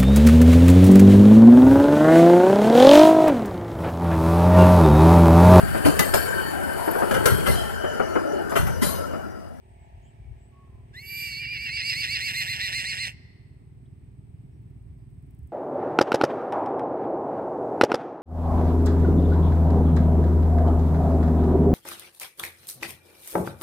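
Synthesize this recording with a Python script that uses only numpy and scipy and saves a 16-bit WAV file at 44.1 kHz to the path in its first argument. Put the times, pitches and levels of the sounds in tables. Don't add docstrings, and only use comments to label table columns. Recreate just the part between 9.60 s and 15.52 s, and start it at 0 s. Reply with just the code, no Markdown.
import sys
import numpy as np
from scipy import signal
from scipy.fft import rfft, irfft, next_fast_len
from scipy.io import wavfile
from scipy.ndimage import uniform_filter1d, map_coordinates

SR = 44100
rng = np.random.default_rng(int(sys.argv[2]) if len(sys.argv) > 2 else 0)


def to_wav(sig):
    pcm = np.clip(np.atleast_2d(sig), -1, 1) * 32767
    pcm = np.round(pcm).astype(np.int16)
    wavfile.write(sys.argv[1], SR, pcm.T)


N = 261072
TIME = np.arange(N) / SR
TOP_HZ = 15750

# frequency in Hz, relative level in dB.
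AIR_SPECTRUM = [(290, -10), (500, 1), (537, -9), (667, -0.5), (1100, -7.5), (2140, -19), (5450, -22.5),
                (6290, -31.5), (8510, -23), (15600, -31.5)]
LEAF_SPECTRUM = [(1200, -28), (1700, 3.5), (2300, 5), (3000, -2), (4200, -13.5), (7000, -16), (11000, -24)]
CLICK_SPECTRUM = [(2000, -22.5), (5000, -13.0), (9000, 1.0), (14000, 0.5)]
# time in seconds, level in dB.
LEAF_LEVEL = [(0, -73), (.3, -67.5), (.7, -71.5), (1.2, -71.5), (3.5, -78.5), (5.92, -78.5)]
FIZZ_LEVEL = [(3.5, -105), (4.8, -92), (5.8, -89)]
# centre in seconds, level in dB, half length in seconds, left minus right in dB.
WIND_PUFFS = [(0.347, -50.5, 0.031, 5), (0.612, -46, 0.022, 5), (0.703, -44.5, 0.02, 22.5),
              (5.303, -47, 0.029, -2), (5.845, -41, 0.026, -5)]
# time in seconds, relative peak in dB.
DRY_CLICKS = [(4.8218, -70.5), (4.8616, -70.5), (5.024, -67.5), (5.0656, -72), (5.1053, -63.5),
              (5.1862, -75.5), (5.2259, -68.5), (5.3437, -65.5), (5.3824, -68), (5.4229, -71),
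              (5.5044, -64), (5.545, -69), (5.5856, -74), (5.6265, -61.5), (5.667, -64), (5.7095, -55),
              (5.7497, -56), (5.792, -54), (5.8326, -59.5), (5.874, -53)]
# start and length in seconds, first, middle and last pitch in Hz,
# waver as a share of the pitch, level in dB.
BIRD_CALLS = [(0.05, 0.14, 8130, 8080, 8300, .004, -73), (0.17, .11, 8300, 7900, 7500, .012, -73),
              (0.11, .21, 2190, 2190, 2260, .02, -71), (0.41, .13, 5900, 7800, 7900, 0.051, -71.5),
              (0.43, .09, 2900, 3150, 2970, .06, -69.5), (0.6, .14, 2260, 2260, 2190, 0.025, -70),
              (0.772, 0.16, 7670, 7850, 8500, .02, -71.5), (0.91, .19, 1112, 1107, 1098, 0.017, -59),
              (1.05, 0.23, 1090, 1042, 1006, .07, -68), (4.253, 0.018, 3100, 3490, 4400, 0.044, -73.5),
              (4.9, .1, 5450, 5546, 5450, .04, -87), (5.36, .1, 5100, 4980, 4860, 0.036, -87)]

# time in seconds, pulses per second.
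RATTLE_SPEED = [(0, 37.5), (.45, 37.45), (1, 37.3), (1.4, 37.4), (4, 38), (5.92, 38)]
ENGINE_SPEED = [(0.0, 18.4), (0.8, 18.06), (1.5, 19.04), (1.9, 21.27), (2.3, 22.97), (2.7, 22.76),
                (3.1, 20.27), (3.6, 18.93), (4.6, 19.3), (5.92, 18.89)]
# frequency in Hz, relative level in dB.
RATTLE_SPECTRUM = [(300, -17.5), (450, -17), (700, 2.5), (900, 1), (1150, -23.5), (1600, -52.5)]
DRONE_SPECTRUM = [(110, -24.5), (185, 1.5), (225, 1.5), (290, -10.5), (375, -4), (480, -14.5), (600, -29.5),
                  (900, -49.5)]
THUD_SPECTRUM = [(20, -45.5), (35, -17.5), (55, -4), (85, -1), (120, 6.5), (160, -4.5), (220, -32.5),
                 (320, -40.5), (600, -76)]
EXHAUST_SPECTRUM = [(20, -36), (55, 1.5), (130, 4), (220, -6.5), (310, -11), (450, -28), (800, -46),
                    (1500, -45.5), (3000, -100)]
# time in seconds, rattle in dB, drone in dB.
RATTLE_LEVELS = [(0, -65, -61.5), (.3, -60.5, -68), (.6, -66, -65.5), (1.2, -68.5, -62.5), (2, -79.5, -63),
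                 (5.92, -84, -68.5)]
# time in seconds, level in dB.
ENGINE_LEVEL = [(0, -60.5), (.4, -49.5), (.9, -53), (1.9, -46), (2.2, -49), (2.6, -45.5), (3.45, -47),
                (3.75, -50.5), (4.9, -46.5), (5.92, -47.5)]
# time in seconds, dB over the thuds.
EXHAUST_BALANCE = [(0, -4), (1.3, -7), (2, 0.5), (5.92, -1)]

# frequency in Hz, left minus right in dB.
SIDE_SHADING = [(1300, 0), (2400, -1.5), (4400, -3.5), (8100, -8), (15000, -1)]
# frequency in Hz, seconds to fall by 60 dB.
HILLSIDE_T60 = [(300, 3.6), (2000, 1.1), (4500, 0.98), (8000, 0.54), (15000, 0.2697)]
# frequency in Hz, gain in dB.
HILLSIDE_GAIN = [(1100, -1.5), (1600, -6), (1850, -1), (2020, 4.5), (2250, -2.5), (2800, -2.5),
                 (4100, -1.5), (5000, 1.5), (9000, -3.5)]
VOCAL_TRACT = [(300, -26.5), (700, -26.5), (950, -15.5), (1170, -29.5), (1450, -12), (1900, 2), (2350, -3),
               (2780, 1.5), (3060, -2), (3260, -5), (3370, -16.5), (3520, 2.5), (3700, -14), (3950, -13.5),
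               (4250, -7.5), (4700, -18), (4980, -6), (5350, -8), (5750, -15), (6250, -27), (6620, -30.5),
               (6950, -38.5), (7550, -19.5), (7780, -32), (8020, -17), (8300, -28.5), (8850, -27.5),
               (9300, -32.5), (10500, -32), (11600, -28), (12800, -27.5), (14000, -33), (15500, -45)]

# time in seconds, pitch in Hz, roughness 0-1, whistle in dB, octave in dB.
SQUEAL = [(1.33, 1550, 0.17, -50.5, -60), (1.365, 1903, 0.04, -43.5, -54.5), (1.39, 2070, 0.05, -39.5, -46),
          (1.408, 2220, 0.05, -48.5, -48), (1.435, 2256, 0.29, -44, -63.5), (1.48, 2264, 0.16, -44, -45),
          (1.51, 2340, 0.11, -36.5, -45.5), (1.59, 2340, .13, -34.5, -40), (1.645, 2335, 0.17, -32, -38.5),
          (1.70, 2287, 0.32, -36, -42), (1.755, 2221, 0.3, -37.5, -42.5)]
# start in seconds, crest in Hz, depth in Hz, base level in dB,
# roughness added by the break 0-1, share of the shake after which the pressure gives out.
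SHAKES = [(1.755, 2381, 102, -34.5, 0.16, 1), (1.861, 2384, 140, -33, 0.08, 0.97),
          (1.981, 2347, 240.3, -33.5, 0.27, 1), (2.103, 2327, 318.4, -31, 0.25, 1),
          (2.222, 2325, 339.8, -30.5, 0.22, 1), (2.345, 2312, 439.2, -30.5, 0.35, 0.89),
          (2.471, 2286, 521, -30, 0.27, 0.9), (2.599, 2258, 601, -30.5, 0.24, 0.81),
          (2.73, 2136, 640, -29.5, 0.17, 0.77), (2.855, 2090, 702, -30.5, .16, .7),
          (2.982, 1982, 560, -29.5, .08, .62), (3.112, 2140, 618.8, -30, 0.13, .76),
          (3.234, 2197, 598, -31.5, 0.18, 0.86), (3.362, 2136, 659.4, -31.5, 0.11, .76)]
# time in seconds, dB over the shake's base level.
OCTAVE_BALANCE = [(1.83, -9.5), (1.92, -7.5), (2.08, -7.5), (2.17, -3), (2.55, -2), (2.75, -4),
                  (3.48, -2.5)]
# time in seconds, base levels of rasp and sizzle in dB.
TREBLE_LEVELS = [(1.34, -65.5, -79.5), (1.375, -64, -60), (1.405, -62.5, -63.5), (1.49, -56, -45.5),
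                 (1.61, -45.5, -41.5), (1.71, -48, -55.5), (1.88, -61, -68), (2.03, -54, -58),
                 (2.15, -50, -68.5), (2.3, -42.5, -52), (2.4, -44, -51), (2.55, -44.5, -57.5),
                 (2.8, -41, -48), (2.98, -46, -54), (3.18, -40.5, -55), (3.33, -42.5, -61),
                 (3.48, -43.5, -57.5)]
# time in seconds, hoarseness 0-1.
HOARSENESS = [(1.9, 0), (2.25, .35), (2.65, .5), (2.8, .9), (3.48, 1)]
# centre and half length in seconds, pitch in Hz, level in dB.
SQUEAKS = [(1.755, 0.028, 4440, -36), (2.195, .016, 4950, -35.5), (2.312, 0.038, 4960, -33),
           (2.437, 0.015, 4930, -35), (2.556, .014, 4880, -33), (3.298, 0.019, 4870, -37)]
VOICE_END_S = 3.485


def amp(db):
    return 10 ** (np.asarray(db) / 20)


def unit(x):
    return x / np.sqrt(np.mean(np.abs(x) ** 2) + 1e-20)


def steady(x, size=900):
    return x / np.sqrt(np.abs(uniform_filter1d(np.abs(x) ** 2, size)) + 1e-12)


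def along(points, hz):
    f, v = np.transpose(points)
    return np.interp(np.log(hz + 1), np.log(f + 1), v)


def curves(rows):
    s, *columns = np.transpose(rows)
    return [np.interp(TIME, s, c) for c in columns]


def wobble(rate):
    return map_coordinates(rng.standard_normal(int(N * rate / SR) + 4), [TIME * rate])


def bell(centre_s, half_s):
    return np.exp(-((TIME - centre_s) / half_s) ** 2 / 2)


def pulses(cycles):
    return np.diff(np.floor(cycles), prepend=0)


def noise(side):
    a, b = rng.standard_normal((2, N))
    return unit(np.array([a + side * b, a - side * b]))


def band(hz, low_hz, high_hz, order=16):
    return 1 / (1 + (low_hz / (hz + 1)) ** order) / (1 + (hz / high_hz) ** order)


def filtered(x, response):
    m = next_fast_len(N + SR // 2)
    return irfft(rfft(x, m) * response(np.fft.rfftfreq(m, 1 / SR)), m)[..., :N]


def coloured(x, spectrum):
    return unit(filtered(x, lambda hz: amp(along(spectrum, hz))))


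def struck(x, spectrum):
    size = 4096
    cepstrum = irfft(np.log(amp(along(spectrum, np.fft.rfftfreq(size, 1 / SR)))))
    ring = irfft(np.exp(rfft(cepstrum * 2 * (np.arange(size) < size // 2))))
    return signal.fftconvolve(x, ring)[:N]


def reverberate(x, tail):
    return signal.fftconvolve(x[None], tail / np.linalg.norm(tail[0]), axes=1)[:, :N]


def field():
    air = amp(-73) * coloured(noise(side=1), AIR_SPECTRUM)
    leaf_db = curves(LEAF_LEVEL)[0] + .9 * wobble(17)
    leaves = amp(leaf_db) * coloured(noise(side=.93), LEAF_SPECTRUM)
    insects = unit(filtered(noise(side=.46), lambda hz: band(hz, 8060, 8520, order=50)))
    return air + leaves + amp(-83.5 + wobble(6.7)) * insects * amp([[-5], [3]])


def wind():
    puffs = sum(amp([[db + pan_db / 2], [db - pan_db / 2]]) * bell(s, half_s)
                for s, db, half_s, pan_db in WIND_PUFFS)
    eddies = filtered(noise(side=.33), lambda hz: band(hz, 50, 98, order=8))
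    return steady(eddies, size=3000) * (puffs + amp(-54.5 + 2.7 * wobble(6.9)))


def dry_ticks(width_s=.0025, gain_db=-10.5):
    clicks = sum(amp(db + gain_db) * np.exp(-np.abs(TIME - s) / width_s) for s, db in DRY_CLICKS)
    return (clicks + amp(curves(FIZZ_LEVEL)[0])) * coloured(noise(side=.55), CLICK_SPECTRUM)


def birds():
    song, waver = np.zeros(N), wobble(700)
    for s, length, start_hz, middle_hz, end_hz, unsteady, db in BIRD_CALLS:
        call = (TIME >= s) & (TIME < s + length)
        progress = (TIME[call] - s) / length
        hz = np.interp(progress, [0, .5, 1], [start_hz, middle_hz, end_hz])
        hz *= 1 + unsteady * waver[call]
        song[call] += amp(db) * np.sin(np.pi * progress) * np.sin(2 * np.pi * np.cumsum(hz) / SR)
    return song


def engine_rattle(pop_s=.024, pop_scatter=.35):
    firing_hz = curves(RATTLE_SPEED)[0] * (1 + .002 * wobble(5))
    cycle = np.cumsum(firing_hz) / SR
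    decay = np.exp(-(cycle % 1) / firing_hz / pop_s)
    smear = rng.standard_normal(SR // 20) * np.exp(-np.arange(SR // 20) / SR / pop_s)
    pops = unit(signal.fftconvolve(pulses(cycle), smear)[:N])
    putter = pops + pop_scatter * unit(noise(side=.84) * decay)
    rattle_db, drone_db = curves(RATTLE_LEVELS)
    return amp(rattle_db) * coloured(putter, RATTLE_SPECTRUM) + amp(drone_db) * coloured(putter, DRONE_SPECTRUM)


def engine(scatter_db=.34):
    cycle = np.cumsum(curves(ENGINE_SPEED)[0]) / SR
    firings = pulses(cycle) * amp(scatter_db * wobble(8.2))
    thuds = -coloured(firings, THUD_SPECTRUM)
    puffing = np.exp(.25 * np.cos(2 * np.pi * cycle))
    exhaust = amp(curves(EXHAUST_BALANCE)[0]) * coloured(noise(side=.42) * puffing, EXHAUST_SPECTRUM)
    return amp(curves(ENGINE_LEVEL)[0]) * unit(thuds + exhaust) * amp([[-1], [1]])


def hillside(x, build_s=.18):
    hz, t, spectra = signal.stft(rng.standard_normal((2, 3 * SR // 2)), SR, nperseg=256)
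    build = 1 - np.exp(-t / build_s)
    decay = amp(-60 * t / along(HILLSIDE_T60, hz)[:, None])
    tail = signal.istft(spectra * build * decay, SR, nperseg=256)[1]
    return reverberate(filtered(x, lambda hz: amp(along(HILLSIDE_GAIN, hz))), tail)


def crops(x, t60_s=.055):
    t = np.arange(SR // 10) / SR
    return reverberate(x, noise(side=.5)[:, :len(t)] * amp(-60 * t / t60_s))


def from_right(x, lag_ms=.4364):
    def ears(hz):
        left = amp(along(SIDE_SHADING, hz) / 2) * np.exp(-1j * np.pi * hz * lag_ms / 1000)
        pair = np.array([left, 1 / left])
        return pair / np.sqrt(np.mean(np.abs(pair) ** 2, axis=0))
    return filtered(x, ears)


def quaver(crest_at=.48, break_at=.58, swell_db=3.5, spent_db=4, clean_hz=2620, choke_hz=530):
    start, *columns, gives_out = np.transpose(SHAKES)
    edges = np.append(start, VOICE_END_S)
    middles = (edges[:-1] + edges[1:]) / 2
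    crest_hz, depth_hz, db, break_rough = [np.interp(TIME, middles, c) for c in columns]
    progress = np.interp(TIME, edges, np.arange(len(edges))) % 1
    sag_hz = depth_hz * np.interp(progress, [0, crest_at, 1], [1, 0, 1]) ** 1.8
    broken = uniform_filter1d((progress > break_at) * 1.0, size=400)
    coming_sag_hz = np.interp(TIME + .006, TIME, sag_hz)
    rough = (clean_hz - crest_hz) / 1400 + break_rough * broken + coming_sag_hz / 780
    choke = (sag_hz / choke_hz) ** 2
    spent = sum((TIME > a + share * (b - a)) & (TIME < b)
                for a, b, share in zip(start, edges[1:], gives_out))
    pressure_db = uniform_filter1d(swell_db * (progress - .5) - spent_db * spent, size=400)
    catch = depth_hz / choke_hz * sum(np.exp(-((TIME - s) / .012) ** 2) for s in start[1:])
    whistle_db = db + pressure_db - 1.5 * choke - 1.5 * catch
    octave_db = db + curves(OCTAVE_BALANCE)[0] + pressure_db / 2 - 8.5 * choke
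    return crest_hz - sag_hz, rough, whistle_db, octave_db


def larynx(pitch, rough, hoarse):
    waver = .005 * wobble(45) + (.01 + .02 * rough ** 2) * wobble(700)
    phase = 2 * np.pi * np.cumsum(pitch * (1 + waver)) / SR
    fold_hz = 490 * (pitch / 2310) ** (1.15 - .3 * hoarse)
    jitter = (.11 - .03 * rough) * (1 - .55 * hoarse) * wobble(450)
    fold_phase = 2 * np.pi * np.cumsum(fold_hz * (1 + jitter)) / SR
    limp = hoarse * (1 - rough) * (.46 * np.exp(.5j * fold_phase) + .3 * np.exp(1.5j * fold_phase))
    creak = rough * (.4 * np.cos(fold_phase / 2) + .22 * wobble(350))
    opening = np.exp(rough ** .8 * np.cos(fold_phase) + creak + limp.real)
    tug = 1.35 * rough ** 1.1 * np.sin(fold_phase) + 1.05 * rough ** 2 * np.sin(fold_phase / 2)
    flow = steady(np.tanh(opening / 2))
    return phase, tug + limp.imag, fold_phase, flow


def flutter(pitch, flow, below_hz=2100, span_hz=600, range_db=10):
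    slack = np.minimum((below_hz - pitch) / span_hz, 1)
    breath = filtered(flow * rng.standard_normal(N), lambda hz: band(hz, 523, 1030, order=10))
    return amp(-54 + range_db * (slack - 1)) * unit(breath)


def slaps(pitch, fold_phase, below_hz=2150, span_hz=350, scatter_db=1.1):
    closings = pulses(fold_phase / (4 * np.pi)) * amp(scatter_db * wobble(200))
    slack = np.clip((below_hz - pitch) / span_hz, 0, 1)
    return amp(-40) * slack * steady(struck(closings, VOCAL_TRACT), size=4000)


def squeaks(flow, jitter=.016):
    phase_per_hz = 2 * np.pi * np.cumsum(1 + jitter * wobble(500)) / SR
    return sum(amp(db) * bell(s, half_s) * unit(flow * np.sin(hz * phase_per_hz))
               for s, half_s, hz, db in SQUEAKS)


def horse(attack_s=.02, blend_s=.046, release_db_per_s=557, crest_db_per_khz=8, crumble=.55):
    shaking = np.clip((TIME - SHAKES[0][0]) / blend_s, 0, 1)
    controls = (1 - shaking) * np.array(curves(SQUEAL)) + shaking * np.array(quaver())
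    pitch, rough, whistle_db, octave_db = controls
    rough = np.clip(rough, 0, 1)
    hoarse, = curves(HOARSENESS)
    phase, tug, fold_phase, flow = larynx(pitch, rough, hoarse)
    whistle = flow * (1 - rough * np.interp(pitch, [1650, 2000], [.6, 0]))
    hiss = flow * (.16 + .55 * rough + .06 * rough ** 4)

    def register(orders, hiss_db, low_hz, high_hz, tone_top_hz=TOP_HZ):
        clear = (1 - crumble * rough ** 2) ** orders[0]
        harmonics = sum(np.cos(k * phase + k ** .25 * tug) for k in orders)
        tone = filtered(clear * whistle * harmonics, lambda hz: band(hz, low_hz, tone_top_hz, order=60))
        source = tone + amp(hiss_db) * hiss * rng.standard_normal(N)
        shaped = filtered(source, lambda hz: amp(along(VOCAL_TRACT, hz)) * band(hz, low_hz, high_hz))
        return steady(shaped, size=400)

    fundamental = register([1], hiss_db=5.5, low_hz=300, high_hz=3300)
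    octave = register([2], hiss_db=4, low_hz=3450, high_hz=5900, tone_top_hz=5050)
    rasp = register([3, 4], hiss_db=19, low_hz=5950, high_hz=10400)
    sizzle = register([5, 6], hiss_db=15, low_hz=10800, high_hz=15800)
    rasp_db, sizzle_db = curves(TREBLE_LEVELS)
    crest_khz = shaking * (pitch - uniform_filter1d(pitch, size=5600)) / 1000
    brightening = amp(crest_db_per_khz * crest_khz)
    treble = brightening * (amp(rasp_db) * rasp + amp(sizzle_db + 1.5 * wobble(20)) * sizzle)
    troughs = shaking * (hoarse * flutter(pitch, flow) + slaps(pitch, fold_phase))
    voice = amp(whistle_db) * fundamental + amp(octave_db) * octave + treble + troughs + squeaks(flow)
    shudder_db = 1.5 * rough * wobble(110)
    attack = np.clip((TIME - SQUEAL[0][0]) / attack_s, 0, 1)
    release_db = release_db_per_s * np.maximum(TIME - VOICE_END_S, 0)
    return voice * attack * amp(shudder_db - release_db)


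def scene():
    whinny, song = horse(), birds()
    direct = from_right(whinny + amp(-12.5) * crops(whinny) + engine() + engine_rattle()) + song
    echoes = amp(-27.5) * hillside(whinny) + amp(-19) * hillside(song)
    return direct + echoes + wind() + field() + dry_ticks()


def record(dry):
    return filtered(dry, lambda hz: hz < TOP_HZ)


dry = scene()
out = record(dry)
to_wav(out)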